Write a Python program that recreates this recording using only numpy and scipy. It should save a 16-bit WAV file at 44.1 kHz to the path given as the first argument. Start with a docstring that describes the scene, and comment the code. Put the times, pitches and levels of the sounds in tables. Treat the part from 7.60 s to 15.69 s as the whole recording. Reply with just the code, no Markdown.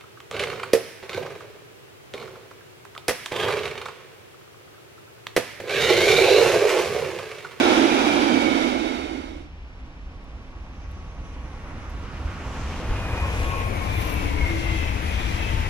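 """Two electric trains on an open line, heard by two microphone ports at the foot of the ballast.
The tail of the first rolls off to the right and fades out; the second comes from far ahead and passes left.
Each bogie is a moving noise source with ringing wheels; drives are beamed sines that sink in pitch in passing.
Filtered noise makes rumble, valley wash, squeals, rail hiss, fan roar and pantograph sizzle; ticks are decays."""
import sys
import numpy as np
from scipy import signal
from scipy.fft import rfft, irfft, next_fast_len
from scipy.io import wavfile
from scipy.ndimage import uniform_filter1d

SR = 44100
rng = np.random.default_rng(int(sys.argv[2]) if len(sys.argv) > 2 else 0)


def master_out(mix):
    """Clip the mix to full scale and print it as 16-bit PCM to the path in sys.argv[1]."""
    frames = np.transpose(np.atleast_2d(mix))
    ceiling = np.clip(frames, -1, 1)
    pcm = np.round(ceiling * 32767).astype(np.int16)
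    wavfile.write(sys.argv[1], SR, pcm)


N = 356769
T = np.arange(N) / SR
SIZE = next_fast_len(N + SR // 2, True)
HZ = np.maximum(np.fft.rfftfreq(SIZE, 1 / SR), 1)
SOUND_SPEED_M_S = 343
PORT_LAG_S = 0.00048  # between ports, for a sound from the side
TOP_HZ = 15100

# Spectra of the trains, rumble and open valley: (frequency [Hz], relative density [dB per Hz])
FIRST_COLOUR = [(240, -30), (400, -1.5), (867, -1.5), (1160, -11.5), (1410, -12.5), (1880, -14.5),
                (2290, -8.5), (2660, -12), (3770, -14.5), (4330, -23.5), (5770, -24), (11400, -38),
                (15000, -48)]
SECOND_COLOUR = [(59, -36), (100, -0.5), (162, -6.5), (330, -11.5), (367, -15.5), (482, -14.5), (962, -17),
                 (1070, -19.5), (1370, -25), (2130, -23), (4540, -34), (5840, -33.5), (8520, -40),
                 (11400, -41.5), (15000, -51.5)]
RUMBLE_COLOUR = [(8.8, -38), (15, -6.5), (38, -3), (70, 0), (104, -4), (146, -22.5), (200, -19), (260, -43),
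                 (440, -120)]
VALLEY_COLOUR = [(100, -32), (270, -24), (400, -13), (750, 3.5), (1100, -2.5), (2400, 2.5), (4300, -12),
                 (5800, -13.5), (8000, -44), (15000, -34)]
# Low track boom of the first train: (frequency [Hz], gain [dB])
TRACK_BOOM = [(60, -27), (110, -12.5), (160, -14), (195, -9), (235, 5.5), (330, 9), (375, 0.5), (450, -2)]
# Near port minus far port for a sound from the side: (frequency [Hz], difference [dB])
PORT_SHADOW = [(50, 2), (120, 13), (220, 15.5), (600, 13.5), (1200, 4), (2400, 5), (5000, 4.5), (12000, 7)]
# Treble resonances of the ports: (frequency [Hz], left gain [dB], right gain [dB])
PORT_RESONANCES = [(4440, -0.5, 0), (5900, -1.5, 1), (8750, -5, -3), (9500, -5, 3), (11050, 4.5, -4),
                   (15000, -5, -10)]

# Runs: (speed [m/s], track distance [m], bearing of far approach [degrees to the right], turning sense [+1/-1])
FIRST_RUN = (22, 8, -35, 1)
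SECOND_RUN = (39, 18, 20, -1)
# Bogies: (time abreast [s], relative level [dB])
FIRST_BOGIES = [(-.5, 3), (-.1, -1), (.3, 0), (.7, 0.5), (1.05, -3)]
SECOND_BOGIES = [(6.17, 2), (6.7, -3), (6.87, -4.5), (7.45, -0.5), (8.1, -1.5), (8.75, 0), (9.4, 1.5)]
# Wheel modes: (frequency [Hz], width [Hz], level over rolling noise [dB])
FIRST_WHEELS = [(1404, 240, 6.5), (2315, 64, 2), (3180, 32, 6), (3920, 73, 5), (4800, 92, 12),
                (5770, 270, 4)]
SECOND_WHEELS = [(1230, 550, 7), (2210, 110, 2), (2520, 200, 1)]

# First train, boom, roar and hiss: (low edge [Hz], high edge [Hz], level at 0 s [dB], fall [dB/s],
# flutter [dB], flutter rate [1/s])
FIRST_LAYERS = [(50, 330, -22, 4.0, 0.66, 22.1), (395, 1480, -22.5, 8, .5, 22.2),
                (1455, 16000, -26.5, 7, 0.48, 45)]
FIRST_GONE_S, FADE_OUT_S = 1.922, 0.87
# Brief surges of its boom: (time [s], rise [dB])
BOOM_SURGES = [(.225, 2.5), (.725, 5.5), (.885, 2.5)]
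SURGE_WIDTH_S = 0.03
# Its singing wheels: (time abreast [s], frequency at rest [Hz], level [dB], time of beam peak [s],
# beam sharpness [-])
FIRST_WHINES = [(.62, 2305, -33, 0.51, 20), (.68, 2310, -32.5, 1.05, 1.7), (.75, 3170, -41, 0.54, 1.4),
                (0.35, 3960, -44, 1.0, 0.78), (.3, 4870, -46, 0.85, 0.79)]

# Second train, bodies, rail roar, wheel ring, hiss, air: (low edge [Hz], high edge [Hz], arrival level [dB],
# loss per doubled distance [dB], lead ahead of nose [m], change along cars [dB], swell per car [dB])
SECOND_LAYERS = [(117, 352, -36.5, 5, 24.6, -0.4, 0.1), (397, 1490, -35, 7, 21.4, -7.5, -0.2),
                 (1780, 3130, -47.5, 9, 45, 9.5, 0), (3220, 8100, -52, 7.5, 35, 5.5, 1.4),
                 (9060, 18000, -56, 11.5, 9.3, -3, 0.5)]
SETTLE_M = 48.5  # length of train over which the level settles
CAR_M, CAR_SWELL_S = 25, 5.79  # car length, time of one swell
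# Its drive: tones at rest; nose and the two driven bogies when abreast
GEAR_HZ, MOTOR_HZ, FAN_HZ = 1002, 2250, 303
NOSE_S, DRIVE_S, TRAIL_S = 6.17, 6.6, 6.72
# Beams of gears, motors, fans, motor hums and body hums: (time abreast [s], frequency at rest [Hz],
# level [dB], time of beam peak [s], beam sharpness [-])
DRIVE_WHINES = [(DRIVE_S, GEAR_HZ, -56, 2.63, 4.1), (DRIVE_S, GEAR_HZ, -52, 3.63, 3.5),
                (DRIVE_S, GEAR_HZ, -48.5, 4.7, 3), (NOSE_S, 988, -31, 5.66, 110),
                (6.5, GEAR_HZ, -31.5, 5.96, 32), (DRIVE_S, GEAR_HZ, -34.5, 6.33, 8.7),
                (DRIVE_S, 1025, -37, 6.8, 22), (DRIVE_S, GEAR_HZ, -42, 7.3, 20),
                (DRIVE_S, GEAR_HZ, -40, 7.97, 4), (NOSE_S, 2265, -37, 5.56, 15),
                (NOSE_S, MOTOR_HZ, -41, 6.2, 33), (DRIVE_S, MOTOR_HZ, -35.5, 5.97, 12),
                (DRIVE_S, MOTOR_HZ, -36, 6.36, 63), (DRIVE_S, 2275, -34.5, 6.57, 35),
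                (TRAIL_S, 2235, -30, 6.86, 47), (TRAIL_S, MOTOR_HZ, -33, 7.12, 21),
                (TRAIL_S, MOTOR_HZ, -45, 7.85, 3), (DRIVE_S, FAN_HZ, -36, 6.58, 14),
                (7.7, FAN_HZ, -26.5, 7.02, 23), (8.3, FAN_HZ, -34, 7.72, 110),
                (NOSE_S, 460, -44.5, 5.84, 1.44), (TRAIL_S, 440, -47, 6.75, 9.1),
                (DRIVE_S, 690, -46, 6.3, 3), (NOSE_S, 236, -47, 4.74, 0.78), (NOSE_S, 195, -43, 5.37, 2.7),
                (NOSE_S, 137, -48.5, 3.85, 1)]

# Air and ground rumble: level alongside, loss per doubled distance, lead ahead of nose, level with no train near
RUMBLE_DB, RUMBLE_LOSS_DB, RUMBLE_LEAD_M, STILL_DB = -26, 4.5, 11, -46.5
# Buffets of air: (time [s], rise over rumble [dB])
BUFFETS = [(3.86, 4.5), (4.66, 4.5), (5.315, 9), (6.37, 3.5), (6.82, 5)]
BUFFET_WIDTH_S = 0.029
# Faint ticks close by: (time [s], level before filtering [dB], decay [s])
TICKS = [(2.641, -63, .004), (2.828, -69, .004), (3.027, -67, .004), (3.292, -67, .004),
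         (3.312, -55.5, .005), (4.297, -56, .012)]
# Rail hiss, flange squeals and fan roar, levels before the left/right tilt or roughness:
# (time [s], frequency [Hz], width [Hz], level [dB], half length [s])
HISSES = [(3.27, 2100, 1400, -58, .06), (3.27, 5600, 2200, -68, .1), (3.79, 2500, 1600, -56.5, 0.065),
          (3.7, 6000, 1300, -69.5, .45), (3.9, 9000, 3500, -76, .3), (4.12, 1996, 1197, -55.5, 0.21),
          (4.284, 5900, 2400, -65, 0.046), (4.6, 4900, 2600, -63, 0.11), (4.695, 1348, 499.6, -49, 0.47),
          (5.0, 6200, 4500, -54, .14), (5.17, 3100, 1200, -54, 0.076), (5.78, 6980, 4490, -53.5, .14),
          (7.48, 10500, 3000, -54, .04)]
SQUEALS = [(5.9, 2450, 300, -51, .15), (6.376, 2370, 220.3, -44, .07), (6.38, 3550, 450, -50, .08),
           (6.57, 2624, 351.4, -42, 0.12), (6.865, 2160, 120.2, -40, .09), (7.199, 2610, 300, -40.5, 0.17),
           (7.171, 3220, 260, -47, .12), (7.61, 2425, 180, -41.5, 0.096), (7.59, 3380, 899, -45, .075),
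           (7.847, 2594, 120.6, -39, .05), (7.847, 3200, 262, -50, .1)]
FAN_ROARS = [(6.63, 298, 60, -37.5, 0.15), (7.05, 315, 60, -41, .12)]
SIZZLE_S, SIZZLE_HALF_S, SIZZLE_DB = 6.46, 0.12, -46.5  # pantograph: middle, half length, level


def undb(db):
    """Decibels to amplitude gain."""
    return 10 ** (np.asarray(db) / 20)


def colour(points, hz=HZ, axis=1):
    """Gain of a (Hz, dB) table, interpolated on log frequency."""
    points = np.array(points)
    return undb(np.interp(np.log(hz), np.log(points[:, 0]), points[:, axis]))


def filtered(x, gain):
    """Apply a gain per frequency."""
    return irfft(rfft(x, SIZE) * gain, SIZE)[..., :N]


def band(lo_hz, hi_hz):
    """Steep band-pass gain."""
    return 1 / np.sqrt((1 + (lo_hz / HZ) ** 12) * (1 + (HZ / hi_hz) ** 12))


def level(x, db):
    """Divide out the 1/3 s RMS of the port mean, then set the level to db."""
    power = uniform_filter1d(x.mean(axis=0) ** 2, SR // 3)
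    return x * undb(db) / np.sqrt(power + 1e-18)


def walk(rate_per_s):
    """Smooth chance with a spread near 1."""
    knots = rng.standard_normal(65536)
    return 1.493 * np.interp(T * rate_per_s, np.arange(len(knots)), knots)


def bumps(table, width_s):
    """Short Gaussian rise in dB at each (s, dB) row."""
    return sum(db * np.exp(-((T - s) / width_s) ** 2) for s, db in table)


def burst(s, hz, width_hz, db, half_s, sink_per_s=0):
    """Swell of narrow noise, different at each port, whose pitch may sink."""
    phase = 2 * np.pi * hz * (T - sink_per_s * (T - s) ** 2 / 2)
    along = np.array([walk(width_hz), walk(width_hz)])
    across = np.array([walk(width_hz), walk(width_hz)])
    swell = undb(db) * np.exp(-((T - s) / half_s) ** 2 / 2)
    return swell * (along * np.sin(phase) + across * np.cos(phase))


def left_tilt(left_db):
    """Port gains, left over right by left_db."""
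    return undb(np.array([[left_db], [-left_db]]) / 2)


def path(run, abreast_s):
    """Point on a train: emission time of the sound at each port, nearness, side (+1 right)."""
    speed_m_s, gap_m, bearing_deg, sense = run
    along_m = speed_m_s * (T - abreast_s)
    range_m = np.hypot(along_m, gap_m)
    azimuth = np.radians(bearing_deg) + np.sign(sense) * np.arctan2(gap_m, -along_m)
    side = np.sin(np.clip(azimuth, -np.pi / 2, np.pi / 2))
    port_offset_s = np.outer([-1, 1], side) * PORT_LAG_S / 2
    return T - range_m / SOUND_SPEED_M_S + port_offset_s, gap_m / range_m, side


def shadowed(x, side):
    """The port turned away hears less, most of all in the low middle."""
    hz, s, frames = signal.stft(x, SR, nperseg=512)
    tilt = colour(PORT_SHADOW, hz + 1)[:, None] ** (np.interp(s, T, side) / 2)
    return signal.istft(frames * np.array([1 / tilt, tilt]), SR)[1][:, :N]


def rolling(run, bogies, wheels, scatter_db, treble_db=3):
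    """Rough rails shake each bogie and ring its wheels; travel time gives Doppler shift and direction."""
    modes = sum(undb(db) ** 2 / (1 + (2 * (HZ - hz) / width_hz) ** 2) for hz, width_hz, db in wheels)
    ring = np.sqrt(1 + modes)
    out, power, lean = 0, 0, 0
    for abreast_s, db in bogies:
        left_at_s, near, side = path(run, abreast_s)
        noise = irfft(rfft(rng.standard_normal(SIZE)) * ring, SIZE)
        gain = near * undb(db)
        heard = np.array([np.interp(at_s * SR % SIZE, np.arange(SIZE), noise) for at_s in left_at_s])
        out = out + gain * heard
        power = power + gain ** 2
        lean = lean + side * gain ** 2
    # ballast and fields scatter sound, unrelated at the two ports, the treble most
    spread = colour([(100, -19.0), (1200, -6.0), (5000, treble_db)])
    scatter = filtered(rng.standard_normal((2, N)), spread)
    return shadowed(out / np.sqrt(power) + undb(scatter_db) * scatter, lean / power)


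def whines(run, table, echo_far=0.2, echo_near=0.83, waver_db=1.5, wander_hz=1):
    """Motor, gear and wheel tones sink in pitch as they pass, each beamed towards the ports for a while."""
    # moving air makes pitch and level waver; wander_hz is the spread of a tone at GEAR_HZ
    drift_s = np.cumsum(wander_hz * walk(18)) / GEAR_HZ / SR
    out = 0
    for abreast_s, hz, db, loudest_s, sharpness in table:
        left_at_s, near, side = path(run, abreast_s)
        beam = (1 + ((T - loudest_s) / .5) ** 2) ** (-sharpness / 2)
        ports = colour(PORT_SHADOW, hz) ** (np.outer([-1, 1], side) / 2)
        # close by, echoes off ballast and car bodies roughen the line, differently at each port
        echo = echo_far + (echo_near - echo_far) * near
        smear_hz = 12 + hz / 22
        along = echo * np.array([walk(smear_hz), walk(smear_hz)]) / 2
        across = echo * np.array([walk(smear_hz), walk(smear_hz)]) / 2
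        phase = 2 * np.pi * hz * (left_at_s + drift_s)
        gain = ports * beam * undb(db + waver_db * walk(11))
        out = out + gain * ((1 - echo / 2 + along) * np.sin(phase) + across * np.cos(phase))
    return out


def approach(db, loss_db, lead_m, change_db=0):
    """Second-train level in dB: rises as the nose nears, settles exponentially along the cars."""
    speed_m_s, gap_m = SECOND_RUN[:2]
    past_m = speed_m_s * (T - NOSE_S) + lead_m
    doublings = np.log2(np.hypot(np.minimum(past_m, 0), gap_m) / gap_m)
    settled = 1 - np.exp(-np.maximum(past_m, 0) / SETTLE_M)
    return db - loss_db * doublings + change_db * settled


def first_train():
    """Coaches boom on the track, roar and hiss, wheels sing; the boom surges and falls slowest in the fade."""
    wheels = rolling(FIRST_RUN, FIRST_BOGIES, FIRST_WHEELS, scatter_db=0.5)
    tone = colour(FIRST_COLOUR, np.maximum(HZ, 450)) * colour(TRACK_BOOM)
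    layers = []
    for lo_hz, hi_hz, db, fall_db_per_s, flutter_db, rate_per_s in FIRST_LAYERS:
        level_db = db - fall_db_per_s * T + flutter_db * walk(rate_per_s)
        layers.append(level(filtered(wheels, tone * band(lo_hz, hi_hz)), level_db))
    boom, roar, hiss = layers
    boom = boom * undb(bumps(BOOM_SURGES, SURGE_WIDTH_S))
    ringing = whines(FIRST_RUN, FIRST_WHINES, echo_far=1.2, echo_near=1.33)
    fade_out = np.clip((FIRST_GONE_S - T) / FADE_OUT_S, 0, 1)
    return (boom + roar + hiss + ringing) * fade_out


def rumble(fade_in, apart_db=-14, far_top_hz=75, near_top_hz=125, gust_db=0.88):
    """Air and ground rumble, nearly alike at both ports; opens up and leans left as the train comes alongside."""
    noise = rng.standard_normal(N) + undb(apart_db) * rng.standard_normal((2, N))
    lean_db = np.interp(T, [1, 2, 4.8, 6.4], [-1.5, 0.5, -1.5, 7.0])  # left over right
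    far = filtered(noise, colour(RUMBLE_COLOUR) * band(12, far_top_hz))
    near = filtered(noise, colour(RUMBLE_COLOUR) * band(12, near_top_hz))
    low = far + (near - far) * np.interp(T, [1.5, 4, 5.4], [.03, .35, 1])
    swell_db = STILL_DB + fade_in * (approach(RUMBLE_DB, RUMBLE_LOSS_DB, RUMBLE_LEAD_M) - STILL_DB)
    buffets_db = bumps(BUFFETS, BUFFET_WIDTH_S)
    leaning = low * undb(np.outer([1, -1], lean_db) / 2)
    return level(leaning, swell_db + buffets_db + gust_db * walk(9))


def second_train(flutter_db=0.75, swell_from_s=4.7):
    """Bodies, rails, wheels, hiss and rushing air fill their own bands; close by, the hiss swells with each car."""
    wheels = rolling(SECOND_RUN, SECOND_BOGIES, SECOND_WHEELS, scatter_db=-2.0)
    tone = colour(SECOND_COLOUR)
    cars = np.cos(2 * np.pi * (T - CAR_SWELL_S) * SECOND_RUN[0] / CAR_M) * np.clip(T - swell_from_s, 0, 1)
    out = 0
    for lo_hz, hi_hz, db, loss_db, lead_m, change_db, swell_db in SECOND_LAYERS:
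        level_db = approach(db, loss_db, lead_m, change_db) + swell_db * cars + flutter_db * walk(35)
        out = out + level(filtered(wheels, tone * band(lo_hz, hi_hz)), level_db)
    return out


def valley(db=-59, spread_db=-2):
    """Steady far wash, mostly from ahead and to the left: the right port lags."""
    wash = rng.standard_normal(N)
    ports = np.array([wash, np.roll(wash, int(PORT_LAG_S * SR / 2))])
    diffuse = filtered(rng.standard_normal((2, N)), HZ / (HZ + 500))
    return level(filtered(ports + undb(spread_db) * diffuse, colour(VALLEY_COLOUR)), db)


def ticks(body_db=0, bright_db=6):
    """Tiny bright ticks near the ports: decaying noise, each with a duller body."""
    envelope = sum(undb(db) * (T >= s) * np.exp(-np.abs(T - s) / decay_s) for s, db, decay_s in TICKS)
    snap = envelope * rng.standard_normal((2, N))
    return filtered(snap, undb(bright_db) * band(11000, 12000) + undb(body_db) * band(1500, 9400))


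def hisses(rough_db=1.5, rough_per_s=28):
    """Rails hiss in rough surges as the second train runs over them."""
    return sum(burst(*row) for row in HISSES) * undb(rough_db * walk(rough_per_s))


def squeals(left_db=4):
    """Flanges rub the rail in rough bursts that sink in pitch as the wheels go by on the left."""
    return left_tilt(left_db) * sum(burst(*row, sink_per_s=.14) for row in SQUEALS)


def pantograph(crackle_db=3):
    """The carbon strip slides along the contact wire with a brief, very high sizzle."""
    sizzle = filtered(rng.standard_normal((2, N)) * undb(crackle_db * walk(400)), band(10200, 16000))
    return level(sizzle, SIZZLE_DB) / (1 + np.abs((T - SIZZLE_S) / SIZZLE_HALF_S) ** 6)


def fans(left_db=9):
    """Cooling fans push out rough air: a short, low roar around the fan tones, passing on the left."""
    return left_tilt(left_db) * sum(burst(*row, sink_per_s=.14) for row in FAN_ROARS)


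def scene():
    """The second train and the valley fade in under the tail of the first."""
    fade_in = np.clip((T - 1.0) / 0.66, 0, 1)
    drive = whines(SECOND_RUN, DRIVE_WHINES, echo_far=.3, echo_near=.85, waver_db=1.7, wander_hz=1)
    second = second_train() + drive + fans() + squeals() + hisses()
    return first_train() + fade_in * (second + valley()) + pantograph() + rumble(fade_in) + ticks()


def record(dry):
    """The ports colour the treble; a steep low-pass cuts the top."""
    ports = np.array([colour(PORT_RESONANCES, axis=1), colour(PORT_RESONANCES, axis=2)])
    heard = filtered(dry, ports)
    return signal.sosfilt(signal.ellip(10, .2, 80, TOP_HZ, fs=SR, output="sos"), heard)


dry = scene()
out = record(dry)
master_out(out)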